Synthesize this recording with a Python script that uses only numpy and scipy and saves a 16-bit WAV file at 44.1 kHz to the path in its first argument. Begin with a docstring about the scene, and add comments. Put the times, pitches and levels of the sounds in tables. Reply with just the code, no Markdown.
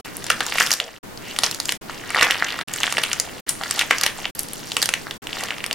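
"""In a small room, close to a stereo microphone, two hands crush a lump of soft clay with a dried, brittle crust.
Each squeeze builds and lets go, grinding crumbs and fine grit, made as showers of tiny damped rings.
Often a whole flake snaps off: it rings for a few cycles, cracks along its edge and knocks on the shell.
Skin rubs as short swells of grainy noise; a dull hiss lies behind, and its level dips once.
A limiter holds the loudest peaks, and short silent gaps interrupt the sound."""
import sys
import numpy as np
from scipy import signal
from scipy.fft import rfft, irfft
from scipy.io import wavfile
from scipy.ndimage import uniform_filter1d, minimum_filter1d

SR = 44100
rng = np.random.default_rng(int(sys.argv[2]) if len(sys.argv) > 2 else 0)


def log_audio(samples):
    """Write samples as a 16-bit WAV file to the path given in sys.argv[1]."""
    # one column per channel
    frames = np.atleast_2d(samples).T
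    # limit to full scale, then quantise
    limited = np.clip(frames, -1, 1)
    pcm = np.round(limited * 32767).astype(np.int16)
    wavfile.write(sys.argv[1], SR, pcm)


N = 253134  # length in samples

# The loud breaks of the crust. Each row: start in seconds, flake pitch in Hz, relative level of the ring in dB,
# depth of the break in dB (a deeper break has more crack and knock beside its ring).
BREAKS = [(0.1686, 10500, -24, -33), (0.242, 4850, -32.5, 5.5), (0.266, 3200, -28, 0),
          (0.3015, 2890, -12, -1.5), (0.3033, 1720, -12, 2.5), (0.4058, 2150, -25, 7),
          (0.4089, 1560, -13.5, -13.5), (0.465, 3380, -34, 12.5), (0.523, 1130, -19.5, -5.5),
          (0.5568, 1710, -23, 3), (0.5752, 2700, -24, -11), (0.584, 2320, -11.5, -6.5),
          (0.6002, 6030, -16, -20), (0.603, 2850, -11, -5), (0.6083, 1530, -6.5, -31),
          (0.6194, 2000, -26, 5), (0.6262, 6060, -20, -3), (0.664, 5470, -21, -2),
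          (0.6713, 3150, -19.5, -8), (0.7067, 2770, -20, 0.5), (0.716, 5770, -8, -9.5),
          (0.7288, 5700, -14, -7), (0.7371, 5150, -25, 9.5), (0.801, 3230, -13.5, -14),
          (1.175, 4700, -32.5, -10), (1.3634, 2980, -25.5, -8), (1.388, 3240, -17.5, 1.5),
          (1.435, 3300, -7, -3.5), (1.441, 5660, -11, -20), (1.4638, 5200, -17, -19),
          (1.5124, 5400, -27, 6), (1.5463, 6100, -26.5, 2), (1.601, 4870, -19.5, -2),
          (1.6556, 5400, -26, 2), (1.686, 3000, -23, -10), (1.6923, 3030, -14, -5.5),
          (1.722, 3230, -22.5, 5), (1.897, 1350, -19.5, -16.5), (2.1043, 2380, -23.5, -1.5),
          (2.147, 1900, -14, -10), (2.161, 1300, -17, -14), (2.1674, 1300, -20.5, -6),
          (2.1763, 1300, -17, -17), (2.1866, 1190, -15, -5), (2.195, 2490, -16, -17),
          (2.2111, 1510, -13.5, 1), (2.224, 1600, -3.5, -7.5), (2.2278, 2370, -6.5, 1.5),
          (2.2463, 2780, -25, -1), (2.268, 1300, -25, -4), (2.304, 1940, -16, -16),
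          (2.3086, 2900, -10.5, -7.5), (2.424, 1650, -10, -26), (2.467, 2880, -29, -10),
          (2.4842, 2430, -26, -8), (2.505, 3500, -22, -18), (2.5236, 4200, -26, -10),
          (2.5424, 1790, -25, -8), (2.5902, 1780, -23, -1.5), (2.6121, 1620, -20.5, -5),
          (2.6842, 2830, -33, -1), (2.7373, 7700, -21, -3.5), (2.7616, 7800, -25, -8),
          (2.7855, 3250, -26, -11), (2.8033, 8000, -31, 6.5), (2.833, 3130, -11.5, -11),
          (2.8405, 1880, -16.5, -16), (2.868, 3230, -18.5, -17), (2.878, 1650, -18.5, -18),
          (2.9247, 2520, -25.5, 8), (2.9702, 2550, -14.5, -16), (2.982, 1830, -21.5, 5.5),
          (2.9866, 1390, -20, -2), (3.035, 10000, -28, 0), (3.0368, 3100, -10, -12.5),
          (3.1158, 2700, -20, -27), (3.131, 6100, -16.5, -9), (3.132, 2800, -15.5, -8),
          (3.1989, 6100, -13.5, 0.5), (3.492, 9500, -6, -21), (3.6124, 1310, -26, -8),
          (3.6355, 1700, -32.5, 10.5), (3.7098, 4600, -29.5, 15.5), (3.7926, 3600, -7, -8),
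          (3.812, 2450, -12, -9), (3.82, 2200, -20, -10), (3.9089, 2350, -4, -11),
          (3.9104, 1700, -10, -4.5), (3.984, 5800, -21, -5), (4.012, 4500, -22, 2), (4.0348, 4940, -13, 0),
          (4.039, 2270, -22, 2), (4.0636, 3180, -11, -1.5), (4.245, 2490, -25, -34),
          (4.2547, 2880, -16, -40), (4.3513, 12000, -24, -18), (4.3926, 10500, -12.5, -13),
          (4.433, 10600, -27, -7), (4.4855, 9800, -34, -1), (4.534, 10600, -24, -22),
          (4.7185, 3800, -20.5, -7.5), (4.7676, 2930, -12.5, -1.5), (4.818, 4700, -19, 0),
          (4.8261, 4540, -13, -1), (4.8287, 4000, -16.5, 3), (4.8576, 4640, -24.5, 8),
          (4.89, 2580, -18.5, 2.5), (4.9385, 2770, -14.5, -4), (5.0689, 1520, -25.5, -24),
          (5.1101, 3260, -22, -11.5), (5.2705, 2800, -25, -7.5), (5.33, 3070, -21, -17),
          (5.386, 3860, -30, -15), (5.4364, 3020, -23.5, -2), (5.4855, 2900, -28, -8),
          (5.5065, 2680, -17.5, -20), (5.5825, 2850, -30.5, -6), (5.6046, 2570, -27, -20),
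          (5.6413, 2550, -20.5, -6.5), (5.663, 3300, -30.5, 8.5), (5.7113, 2940, -17.5, -15),
          (5.7287, 4400, -21.5, -2)]


def undb(db):
    """Turn decibels into gain."""
    return 10 ** (np.asarray(db) / 20)


def unit(x):
    """Scale to an energy of one in each channel."""
    energy = np.sum(x ** 2, axis=-1, keepdims=True)
    return x / np.sqrt(energy + 1e-18)


def band(x, lo_hz, hi_hz):
    """Keep the sound between two pitches, with a filter that only looks back in time."""
    top_hz = min(hi_hz, SR / 2 - 1000)
    return signal.sosfilt(signal.butter(2, [lo_hz, top_hz], "band", fs=SR, output="sos"), x)


def colour(x, points, size=4096):
    """Shape the spectrum through (Hz, dB) points, with a filter that only looks back in time."""
    hz, db = np.transpose(points)
    bins_hz = np.fft.rfftfreq(size, 1 / SR)
    log_gain = np.log(undb(np.interp(np.log(bins_hz + 1), np.log(hz), db)))
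    # folding the cepstrum forward puts the filter's energy as early as possible
    cepstrum = irfft(log_gain)
    cepstrum[1:size // 2] *= 2
    cepstrum[size // 2 + 1:] = 0
    response = irfft(np.exp(rfft(cepstrum)))
    return signal.fftconvolve(x, response[None], axes=1)[:, :x.shape[1]]


def pair(mid, side, likeness):
    """Mix two unrelated signals into left and right with a given correlation."""
    c = np.clip(likeness, -1, 1)
    left_right = np.array([[1], [-1]])
    return (mid * np.sqrt(1 + c) + left_right * side * np.sqrt(1 - c)) / np.sqrt(2)


def add(out, x, s):
    """Mix a short sound in at time s, in seconds."""
    i = max(0, int(s * SR))
    out[:, i:i + x.shape[1]] += x[:, :max(0, N - i)]


def snaps(ring_cycles=0.46, crack_s=0.00033, knock_s=0.001, crack_likeness=0.89, knock_likeness=0.94,
          lag_s=.000004, ring_db=1.5, crack_db=2.0, knock_db=.5, size=512):
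    """Each break: a flake rings, its edge cracks, the clay-filled shell knocks; depth and flake size set the mix."""
    # The tone of the shell's knock. Each row: frequency in Hz, level in dB.
    shell_tone = [(100, -20), (280, -21), (500, -8.5), (800, -6), (1150, 2), (1900, -1), (2800, -5.5),
                  (5000, -12.5), (10000, -51)]
    # flakes larger (lower) than a middling one crack less; the larger the flake, the harder it knocks
    mid_flake_hz, crack_db_per_octave, knock_db_per_octave = 2700, 14, -6.5
    knock_share = 0.8  # dB of knock for each dB of depth
    out = np.zeros((2, N))
    t = np.arange(size) / SR
    span = np.sqrt(.002 * SR)  # levels are rms over 2 ms
    for s, hz, db, depth_db in BREAKS:
        chance = rng.standard_normal((5, size))
        octave = np.log2(hz / mid_flake_hz)
        crack_level = depth_db + crack_db + crack_db_per_octave * min(octave, 0)
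        knock_level = knock_share * depth_db + knock_db + knock_db_per_octave * octave

        # a flake off centre reaches one port of the microphone a little sooner
        age = np.maximum(t + np.array([[1], [-1]]) * lag_s * chance[4, 0], 0)
        ring = np.sign(chance[4, 1]) * flake(age, hz, ring_cycles)

        # the fracture speeds up, then runs out
        fracture = pair(chance[0], chance[1], crack_likeness) * t * np.exp(-t / crack_s)
        crack = unit(band(fracture, 3440, 10700))

        thud = pair(chance[2], chance[3], knock_likeness) * np.exp(-t / knock_s)
        knock = unit(colour(thud, shell_tone, size=size))

        mix = undb(ring_db) * ring + undb(crack_level) * crack + undb(knock_level) * knock
        add(out, span * undb(db) * mix, s)
    return out


def flake(age, hz, ring_cycles=0.46, ring_s=.000045):
    """A clay-damped flake swings up within about a cycle and dies after a few more."""
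    swing = age / (ring_cycles / hz + ring_s)
    return unit(swing * np.exp(-swing) * np.sin(2 * np.pi * hz * age))


def kneading(size=64):
    """Levels in dB of crumbs and of grit: each squeeze swells to its hardest moment and falls away;
    around each break the crust splinters just before and sheds debris just after."""
    # Each row: hardest moment in seconds, build and release times in seconds for a change of 10 dB,
    # level of the crumbs in dB, level of the fine grit over the crumbs in dB.
    squeezes = [(0.058, 0.035, 0.023, -33, -5.5), (0.32, 0.17, 0.03, -36.5, -3.5),
                (0.42, .02, 0.052, -40, -16), (0.62, 0.22, 0.16, -29.5, -0.5),
                (1.29, 0.049, 0.14, -41.5, 3), (1.44, .04, 0.11, -34, -1), (1.72, 0.11, 0.031, -52, 19),
                (1.93, 0.088, 0.21, -40.5, -4.5), (2.199, 0.1, 0.32, -24, -12),
                (2.42, 0.14, 0.13, -31.5, -26), (2.86, 0.14, 0.14, -32, -2), (3.04, 0.19, 0.31, -32.5, -5),
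                (3.78, 0.14, .06, -29, -1.5), (3.93, 0.045, 0.094, -34, -2),
                (4.071, 0.07, 0.023, -24.5, -8), (4.199, .04, 0.04, -36, 0), (4.78, 0.42, 0.33, -47.5, 10),
                (5.38, 0.073, .14, -28.5, -7)]
    # small fractures around a break: times for 10 dB before and after it, and level against the break's own
    splinter_s, debris_s, debris_db = 0.0061, 0.014, -16
    fine_flake_hz = 4460  # flakes above this shed mostly grit, those below mostly crumbs
    t = np.arange(0, N, size) / SR

    def swell(s, build_s, release_s, db):
        """Power that rises and falls evenly in dB."""
        steps_down = np.maximum((s - t) / build_s, (t - s) / release_s)
        return undb(db - 10 * np.clip(steps_down, 0, 20)) ** 2

    crumbs = grit = 0
    for s, build_s, release_s, db, grit_db in squeezes:
        power = swell(s, build_s, release_s, db)
        crumbs = crumbs + power
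        grit = grit + power * undb(grit_db) ** 2
    for s, hz, db, depth_db in BREAKS:
        power = swell(s, splinter_s, debris_s, db + debris_db)
        fine = hz ** 2 / (hz ** 2 + fine_flake_hz ** 2)
        crumbs = crumbs + power * (1 - fine)
        grit = grit + power * fine
    every_sample = np.arange(N) / SR
    return [np.interp(every_sample, t, 10 * np.log10(power)) for power in (crumbs, grit)]


def crackle(level_db, pitch_hz, octaves, per_s, spread_db, lag_s, doubling_db=14, count=16000, size=128):
    """A shower of tiny fractures, each with its own pitch; harder kneading breaks more of them and larger ones."""
    when, luck, strength = rng.random((count, 3)).T
    height, place = rng.standard_normal((count, 2)).T
    start = (when * N).astype(int)
    candidates_per_s = count * SR / N

    # per_s is the rate at -30 dB; it doubles every doubling_db
    rate = per_s * 2 ** ((level_db[start] + 30) / doubling_db)
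    rate = np.minimum(rate, candidates_per_s)

    # many small grains, few large ones; the sparser the shower, the more each grain must carry
    sizes = undb(-spread_db * np.log(np.maximum(strength, .012)))
    sizes = sizes / np.sqrt(np.mean(sizes ** 2))
    sizes = sizes * undb(level_db[start]) * np.sqrt(SR / rate)
    hz = np.clip(pitch_hz * 2 ** (octaves * height), 500, 14000)

    # keep just enough candidates to give the rate
    k = np.flatnonzero(luck < rate / candidates_per_s)[:, None]
    samples = np.arange(size)
    out = []
    for port in (1, -1):
        age = np.maximum(samples / SR + port * lag_s * place[k], 0)
        grains = (-1) ** k * sizes[k] * flake(age, hz[k])
        out.append(np.bincount((start[k] + samples).ravel(), grains.ravel(), N)[:N])
    return np.array(out)


def rubs(width=0.38, grain=0.88):
    """Skin sticks and slips on clay and crust: a short grainy swell of noise around one pitch."""
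    # Each row: middle in seconds, length in seconds, pitch in Hz, level in dB.
    strokes = [(0.426, 0.061, 1310, -32), (0.834, 0.12, 584, -40), (1.287, 0.18, 2440, -39.5),
               (3.621, 0.046, 746, -36), (5.404, 0.11, 2040, -53)]
    out = np.zeros((2, N))
    t = np.arange(SR // 2) / SR - 1 / 4  # seconds from the middle of the stroke
    for s, length, hz, db in strokes:
        # noise of uneven strength sounds grainy
        slips = rng.standard_normal(len(t)) * np.exp(grain * rng.standard_normal(len(t)))
        swell = np.cos(np.pi * np.clip(t / length, -.5, .5))
        # width is in octaves to each side of the pitch
        tone = unit(band(slips, hz * 2 ** -width, hz * 2 ** width)) * np.sqrt(len(t))
        rub = undb(db) * tone * swell
        add(out, rub[None], s + t[0])
    return out


def room(x, t60_s=0.23, treble_t60_s=0.24, tail_db=-12.0, near_db=-12, near_s=0.0035, gap_s=0.013):
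    """Hands and table scatter the sound at once; the walls return a short diffuse tail."""
    # The tone of the reflections. Each row: frequency in Hz, level in dB.
    reflection_tone = [(150, 1.5), (450, 4), (800, 0), (1300, 1.5), (2700, 3.5), (3900, 1.5), (5800, 7),
                       (9000, 3), (15000, -5.5)]
    ports_part_hz = 4700  # above this, reflections differ between the two ports
    t = np.arange(SR // 2) / SR
    # the two ports hear the same bass but unrelated treble
    likeness = 1 / (1 + (np.fft.rfftfreq(len(t), 1 / SR) / ports_part_hz) ** 2)
    diffuse = irfft(pair(*rfft(rng.standard_normal((2, len(t)))), likeness), len(t))

    # each band falls by 60 dB in its own t60; the tail builds up over gap_s
    treble = band(diffuse, 5300, 22500) * 1000 ** (-t / treble_t60_s)
    lows = band(diffuse, 76, 6860) * 1000 ** (-t / t60_s)
    tail = (lows + treble) * np.minimum(t / gap_s, 1) ** 2
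    near = diffuse * np.exp(-t / near_s) * (t > .0007)
    response = colour(undb(tail_db) * unit(tail) + undb(near_db) * unit(near), reflection_tone)
    return signal.fftconvolve(x, response, axes=1)[:, :N]


def hiss(level_db=-37, likeness=0.073):
    """Steady dull background noise, mostly unrelated left and right; its level dips once."""
    # The tone of the hiss. Each row: frequency in Hz, relative level in dB per Hz.
    hiss_tone = [(20, 0.5), (40, -11), (70, -6), (120, -0.5), (300, -0.5), (700, -6.5), (1500, -10.5),
                 (3000, -17.5), (7000, -22), (15000, -25)]
    # The one dip, a single row: start in seconds, end in seconds, change of level in dB.
    dip = (0.72, 1.01, -7.5)
    noise = colour(pair(*rng.standard_normal((2, N)), likeness), hiss_tone)
    t = np.arange(N) / SR
    start, end, dip_db = dip
    dipping = (t > start) & (t < end)
    return unit(noise) * np.sqrt(N) * undb(level_db + dip_db * dipping)


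def scene(crumbs_db=0.0, grit_db=1.0):
    """Snaps, crumbs, grit and rubbing in the room, over the background."""
    crumbs_level, grit_level = kneading()
    crumbs = crackle(crumbs_level + crumbs_db, pitch_hz=2045, octaves=0.65, per_s=600,
                     spread_db=3.5, lag_s=.000007)
    grit = crackle(grit_level + grit_db, pitch_hz=5900, octaves=0.63, per_s=2000,
                   spread_db=3.5, lag_s=.000011)
    # these sounds carry almost no bass
    no_bass = signal.butter(1, 160, "high", fs=SR, output="sos")
    clay = signal.sosfilt(no_bass, snaps() + crumbs + grit + rubs())
    return clay + room(clay) + hiss()


def record(dry, ceiling=1.0, fade_s=0.01, size=25, top_hz=16000):
    """A fast limiter holds the peaks, the sound fades into silent gaps, and the top of the treble is cut."""
    # The silent gaps. Each row: start in seconds, end in seconds.
    gaps = [(.012, .045), (.989, 1.029), (1.777, 1.811), (2.635, 2.674), (3.41, 3.464), (4.311, 4.349),
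            (5.181, 5.219)]
    t = np.arange(N) / SR
    allowed = ceiling / np.maximum(np.abs(dry).max(axis=0), ceiling)
    # hold the lowest gain around each peak, then smooth it
    gain = uniform_filter1d(minimum_filter1d(allowed, size), size)
    held = dry * gain
    for start, end in gaps:
        fade_out = (start - t) / fade_s
        fade_in = (t - end) / fade_s * 2  # twice as fast
        held = held * np.clip(np.maximum(fade_out, fade_in), 0, 1)
    return signal.sosfilt(signal.ellip(8, .2, 80, top_hz, fs=SR, output="sos"), held)


dry = scene()
out = record(dry)
log_audio(out)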